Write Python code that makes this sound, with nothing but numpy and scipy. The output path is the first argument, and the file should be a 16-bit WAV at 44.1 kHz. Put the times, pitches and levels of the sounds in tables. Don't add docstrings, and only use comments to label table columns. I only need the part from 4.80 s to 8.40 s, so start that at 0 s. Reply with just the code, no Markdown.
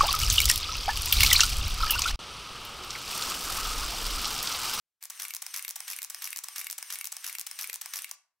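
import sys
import numpy as np
from scipy import signal
from scipy.fft import rfft, irfft
from scipy.io import wavfile
from scipy.ndimage import uniform_filter1d

SR = 44100
rng = np.random.default_rng(int(sys.argv[2]) if len(sys.argv) > 2 else 0)


def int16_out(signal):
    q = np.round(np.clip(np.atleast_2d(signal).T, -1, 1) * 32767)
    wavfile.write(sys.argv[1], SR, q.astype(np.int16))


N = 158760

RELEASE_S = [0.2271, .5380, 0.8807, 1.2191, 1.5615, 1.9002, 2.2440, 2.585, 2.9306]
SHUTTER_S = [0.301, 0.6214, 0.959, 1.3007, 1.6389, 1.9819, 2.3216, 2.6671, 3.0139]
RETURN_S = [0.4203, 0.7624, 1.1015, 1.4429, 1.782, 2.1251, 2.4651, 2.8113, 3.1581]
# frequency_hz, level_db
CATCH = [(300, -37), (1080, -13), (1330, -10.5), (1550, -5), (3400, -8.5), (4200, -1), (6600, 3), (7200, 0),
         (8000, 1), (11000, -10.5), (14000, 7), (15500, -16.5)]
LEVER = [(300, -41), (950, -16.5), (3680, -5), (7010, -2.5), (7500, -1), (11230, -0.5), (15500, -2.5)]
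STOP = [(300, -37), (800, -16.5), (2410, -8), (3770, -12.5), (5890, 3.5), (7740, -0.5), (10420, 0),
        (15500, -8)]
BLADES = [(300, -33.5), (940, -11), (2660, -14.5), (3010, -1), (3330, -16), (6190, 3), (7200, -7),
          (7930, 4), (8550, -5.5), (15500, -7.5)]
LATCH = [(300, -51.5), (1100, -11.5), (2240, -6), (3500, -17.5), (4830, -6), (5350, 2), (7010, -11),
         (8340, 0), (9440, -5), (9920, -1.5), (10680, -10.5), (15500, -8)]
MIRROR = [(300, -34.5), (950, -17), (1150, -0.5), (1330, -7), (1600, -2), (4600, -1.5), (5750, 3.5),
          (7400, -5.5), (13000, -1), (15500, -7)]
TOOTH = [(300, -33.5), (950, -8), (1170, 0), (1400, -7.5), (4200, -5), (5750, 8), (8700, -7), (10170, 7.5),
         (11400, -3.5), (12700, 8), (15500, -7.5)]
TICK = [(300, -48), (5080, -19.5), (7550, -8.5), (9210, -16), (10100, 1.5), (11510, -15), (13690, -4.5),
        (15500, -24.5)]
PAWL = [(300, -47.5), (1060, -13.5), (1700, -4), (2750, 0.5), (3200, -9.5), (3700, -2), (7010, -8.5),
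        (8000, -0.5), (10680, -4.5), (12710, 1), (15500, -11)]
HOLLOW = [(700, -41), (1850, -17.5), (2200, -1), (2370, 0.5), (2650, -10.5), (5000, -43)]
BODY = [(150, -30.5), (420, -33.5), (660, -8.5), (980, -1.5), (1200, -4.5), (1900, -8.5), (8000, -21)]
LEAD_S, ATTACK_MS = .008, .25
WIDTH = .33


def amp(db):
    return 10 ** (np.asarray(db) / 20)


def unit(x):
    return x / np.sqrt(np.sum(x ** 2))


def stereo(mid, side):
    return np.array([mid + side, mid - side])


def colour(x, points):
    hz, db = np.array(points, float).T
    size = 2048
    f = np.maximum(np.fft.rfftfreq(size, 1 / SR), 1)
    cepstrum = irfft(np.log(amp(np.interp(np.log(f), np.log(hz), db))))
    cepstrum[1:size // 2] *= 2
    cepstrum[size // 2 + 1:] = 0
    return signal.fftconvolve(x, irfft(np.exp(rfft(cepstrum))))[:len(x)]


def jitter(rate_hz):
    span = int(SR / rate_hz)
    smooth = uniform_filter1d(uniform_filter1d(rng.standard_normal(N), span), span)
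    return smooth / smooth.std()


def impact(noise, part, contact_ms, rattle_db, rattle_ms):
    ms = (np.arange(noise.shape[1]) / SR - LEAD_S) * 1000

    def burst(x, decay_ms, lead_in):
        envelope = np.where(ms >= 0, np.exp(-abs(ms) / decay_ms), lead_in)
        for _ in range(2):
            spectrum = rfft(x * envelope)
            x = irfft(spectrum / (abs(spectrum) + 1e-12))
        return unit(colour(x * np.sqrt(envelope), part))

    scrape = amp(-8) * np.exp(-abs(ms) / 4.4)
    contact = burst(noise[0], 2 * contact_ms, np.exp(-abs(ms) / ATTACK_MS))
    rattle = burst(noise[1], 2 * rattle_ms, scrape)
    return contact + amp(rattle_db) * rattle


def movement(times, blows, first_db=0):
    out = np.zeros((2, N))
    for delay_s, part, level_db, *shape in blows:
        common = rng.standard_normal((2, 2, 2048))
        width = WIDTH / 4 if part is BODY else WIDTH
        for frame, start_s in enumerate(times):
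            excitation = common + .8 * rng.standard_normal(common.shape)
            mid, side = (impact(noise, part, *shape) for noise in excitation)
            db = level_db + .5 * rng.standard_normal() + first_db * (frame == 0)
            gain = amp(db) * np.sqrt(SR / 1000)
            i = max(int((start_s + delay_s - LEAD_S - ATTACK_MS / 1000) * SR), 0)
            out[:, i:i + len(mid)] += gain * stereo(mid, side * width)[:, :N - i]
    return out


def hiss():
    # frequency_hz, level_db
    spectrum = [(30, 1), (1500, 1), (16000, -3)]
    mid, side = (unit(colour(rng.standard_normal(N), spectrum)) for _ in range(2))
    return amp(-96) * np.sqrt(N) * stereo(mid, WIDTH * side)


def room(x):
    # frequency_hz, level_db, t60_s
    bands = [(690, -9.5, 0.44), (2500, -8.5, 0.31), (6400, -14, 0.27), (15900, -10, 0.069)]
    t, f = np.arange(SR // 2) / SR, np.fft.rfftfreq(SR // 2, 1 / SR)
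    centres_hz = np.array(bands)[:, 0]
    build_up = 1 - np.exp(-t / .0061)
    wet = []
    for noise in rng.standard_normal((2, len(t))):
        tail = 0
        for share, (_, db, t60_s) in zip(np.eye(len(bands)), bands):
            band = irfft(rfft(noise) * np.interp(f, centres_hz, share))
            tail += amp(db) * band * unit(build_up * np.exp(-np.log(1000) * t / t60_s))
        wet.append(signal.fftconvolve(x, tail)[:N])
    return stereo(*wet)


def springs(x):
    # pitch_hz, level_db, t60_s
    modes = [(1158, -27, .34), (770, -35, .3)]
    t = np.arange(SR // 2) / SR
    ring = sum(amp(db) * unit(np.sin(2 * np.pi * hz * t) * np.exp(-np.log(1000) * t / t60_s))
               for hz, db, t60_s in modes)
    return signal.fftconvolve(x, ring)[:N]


def knock(start_s=2.891, pitch_hz=470, rise_s=.0033, decay_s=.0037):
    age = np.maximum(np.arange(N) / SR - start_s, 0)
    envelope = (1 - np.exp(-age / rise_s)) * np.exp(-age / decay_s)
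    return amp(-44.5) * envelope * np.sin(2 * np.pi * pitch_hz * age)


def winder(teeth=10, flutter=.018, eccentricity=.3):
    # time_s, pitch_hz, level_db
    whine_curve = [(0, 2600, -64), (.064, 3190, -56), (.09, 2990, -49), (.114, 2740, -52),
                   (.175, 2630, -55), (.2, 2950, -54), (.215, 3100, -48), (.228, 3020, -51),
                   (.25, 2700, -75)]
    # time_s, level_db
    grind_curve = [(0, -51), (.112, -52.5), (.123, -41), (.168, -48.5), (.228, -50.5), (.241, -63.5),
                   (.268, -53), (.335, -61.5)]
    harmonics = [-11, -5, 0, -7]
    # frequency_hz, level_db
    gear_spectrum = [(120, -76.5), (200, -33), (432, -34.5), (806, -10.5), (1870, -0.5), (4860, -5),
                     (6170, -2.5), (7540, -6), (8900, -6.5), (10300, -7), (12600, -7.5), (16000, -10.5)]
    whine_s, mesh_hz, whine_db = np.array(whine_curve).T
    grind_s, grind_db = np.array(grind_curve).T
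    t = np.arange(N) / SR
    hz, whine, grind = np.full(N, mesh_hz[0]), np.zeros(N), np.zeros(N)
    for shutter_s, return_s in zip(SHUTTER_S, RETURN_S):
        age = t - return_s + .1435
        running = (t > shutter_s) & (age < grind_s[-1])
        hz[running] = np.interp(age[running], whine_s, mesh_hz)
        whine[running] = amp(np.interp(age[running], whine_s, whine_db))
        grind[running] = amp(np.interp(age[running], grind_s, grind_db))
    grind += amp(-53) * np.interp(t, [.2063, RELEASE_S[0], SHUTTER_S[0]], [0, 1, 0])
    phase = 2 * np.pi * np.cumsum(hz * (1 + flutter * jitter(584))) / SR
    rotation = np.sin(phase / teeth)
    wobble = 1 + eccentricity * (rotation + jitter(900))
    tone = whine * wobble * sum(amp(db) * np.sin(k * phase) for k, db in enumerate(harmonics, 1))
    roughness = amp(1.7 * (jitter(600) + rotation))
    mid, side = (unit(colour(roughness * rng.standard_normal(N), gear_spectrum)) for _ in range(2))
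    return tone + grind * np.sqrt(N) * stereo(mid, WIDTH * side)


def final_lock():
    # delay_s, part, level_db, contact_ms, rattle_db, rattle_ms
    blows = [(-.0205, LEVER, -43, 0.7, 4, 5), (0, STOP, -28.5, 0.81, -7.5, 1.3),
             (.001, TOOTH, -36.5, 0.98, 1.5, 1.5), (.0016, BODY, -42.5, .5, -6, 3.5)]
    return movement([3.3131], blows)


def latch_click():
    times = [0.6654, 1.0046, 1.3467, 1.6856, 2.0277, 2.3676, 2.7133, 3.0595]
    # delay_s, part, level_db, contact_ms, rattle_db, rattle_ms
    blows = [(0, LATCH, -29, 0.41, -1.2, 1.6), (.0016, BODY, -43, 0.61, -2.2, 3.1)]
    return movement(times, blows)


def mirror_rise():
    # delay_s, part, level_db, contact_ms, rattle_db, rattle_ms
    blows = [(0, CATCH, -28.5, 0.72, -4.5, 3), (.002, BODY, -46.5, .8, -2, 5),
             (0.0108, LEVER, -29.5, .5, 2.5, 2.8), (.0222, LEVER, -37.5, .4, 3.5, 1.8),
             (.028, STOP, -27.5, .35, -8, 3), (.0285, BODY, -54.5, 1, 7, 3.2)]
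    return movement(RELEASE_S, blows, first_db=-6)


def mirror_return():
    # delay_s, part, level_db, contact_ms, rattle_db, rattle_ms
    blows = [(-.0215, MIRROR, -33.5, 1.6, 7, 4.3), (-.018, PAWL, -38.5, 1, 2, 3.9),
             (0, TOOTH, -29.5, 1.4, 3, 3.8), (0.0112, TOOTH, -34, 0.87, 6, 4.9),
             (.02, TOOTH, -34.5, 0.56, 3, 4.4), (.0315, PAWL, -34, 0.52, 4.5, 3.7),
             (.0312, HOLLOW, -33.5, .69, -6.5, 2.5), (.063, TICK, -30, .35, -21, 1.4),
             (0.0865, PAWL, -31, 1.3, 2, 2.5), (.088, HOLLOW, -35, 0.32, -19, 2.5)]
    return movement(RETURN_S, blows, first_db=-1)


def shutter():
    # delay_s, part, level_db, contact_ms, rattle_db, rattle_ms
    blows = [(-.0022, LEVER, -44, .6, 0, 1.4), (0, LEVER, -30.5, .4, -2, 1.5),
             (.0022, BLADES, -36.5, 0.3, 1, 2.2), (.0037, BLADES, -32.5, .7, 1, 2.4),
             (.005, BODY, -43.5, 1.2, -1.1, 2.4)]
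    return movement(SHUTTER_S, blows, first_db=-3)


def scene():
    camera = mirror_rise() + shutter() + latch_click() + mirror_return() + final_lock()
    camera += winder() + knock()
    mono = camera.mean(axis=0)
    return camera + hiss() + springs(mono) + room(mono)


def record(dry):
    # frequency_hz, gain_db
    side_response = [(200, -8), (700, -11), (1500, -8.5), (4500, -.5)]
    # frequency_hz, gain_db
    lift = np.array([(2500, .017), (5000, .97), (14000, .26)])
    mid, side = (dry[0] + dry[1]) / 2, (dry[0] - dry[1]) / 2
    left, right = stereo(mid, colour(side, side_response))
    pair = np.array([colour(left, lift), colour(right, lift * [1, -1])])
    low_pass = signal.ellip(10, .2, 70, 16100, fs=SR, output="sos")
    return signal.sosfilt(low_pass, pair)


dry = scene()
out = record(dry)
int16_out(out)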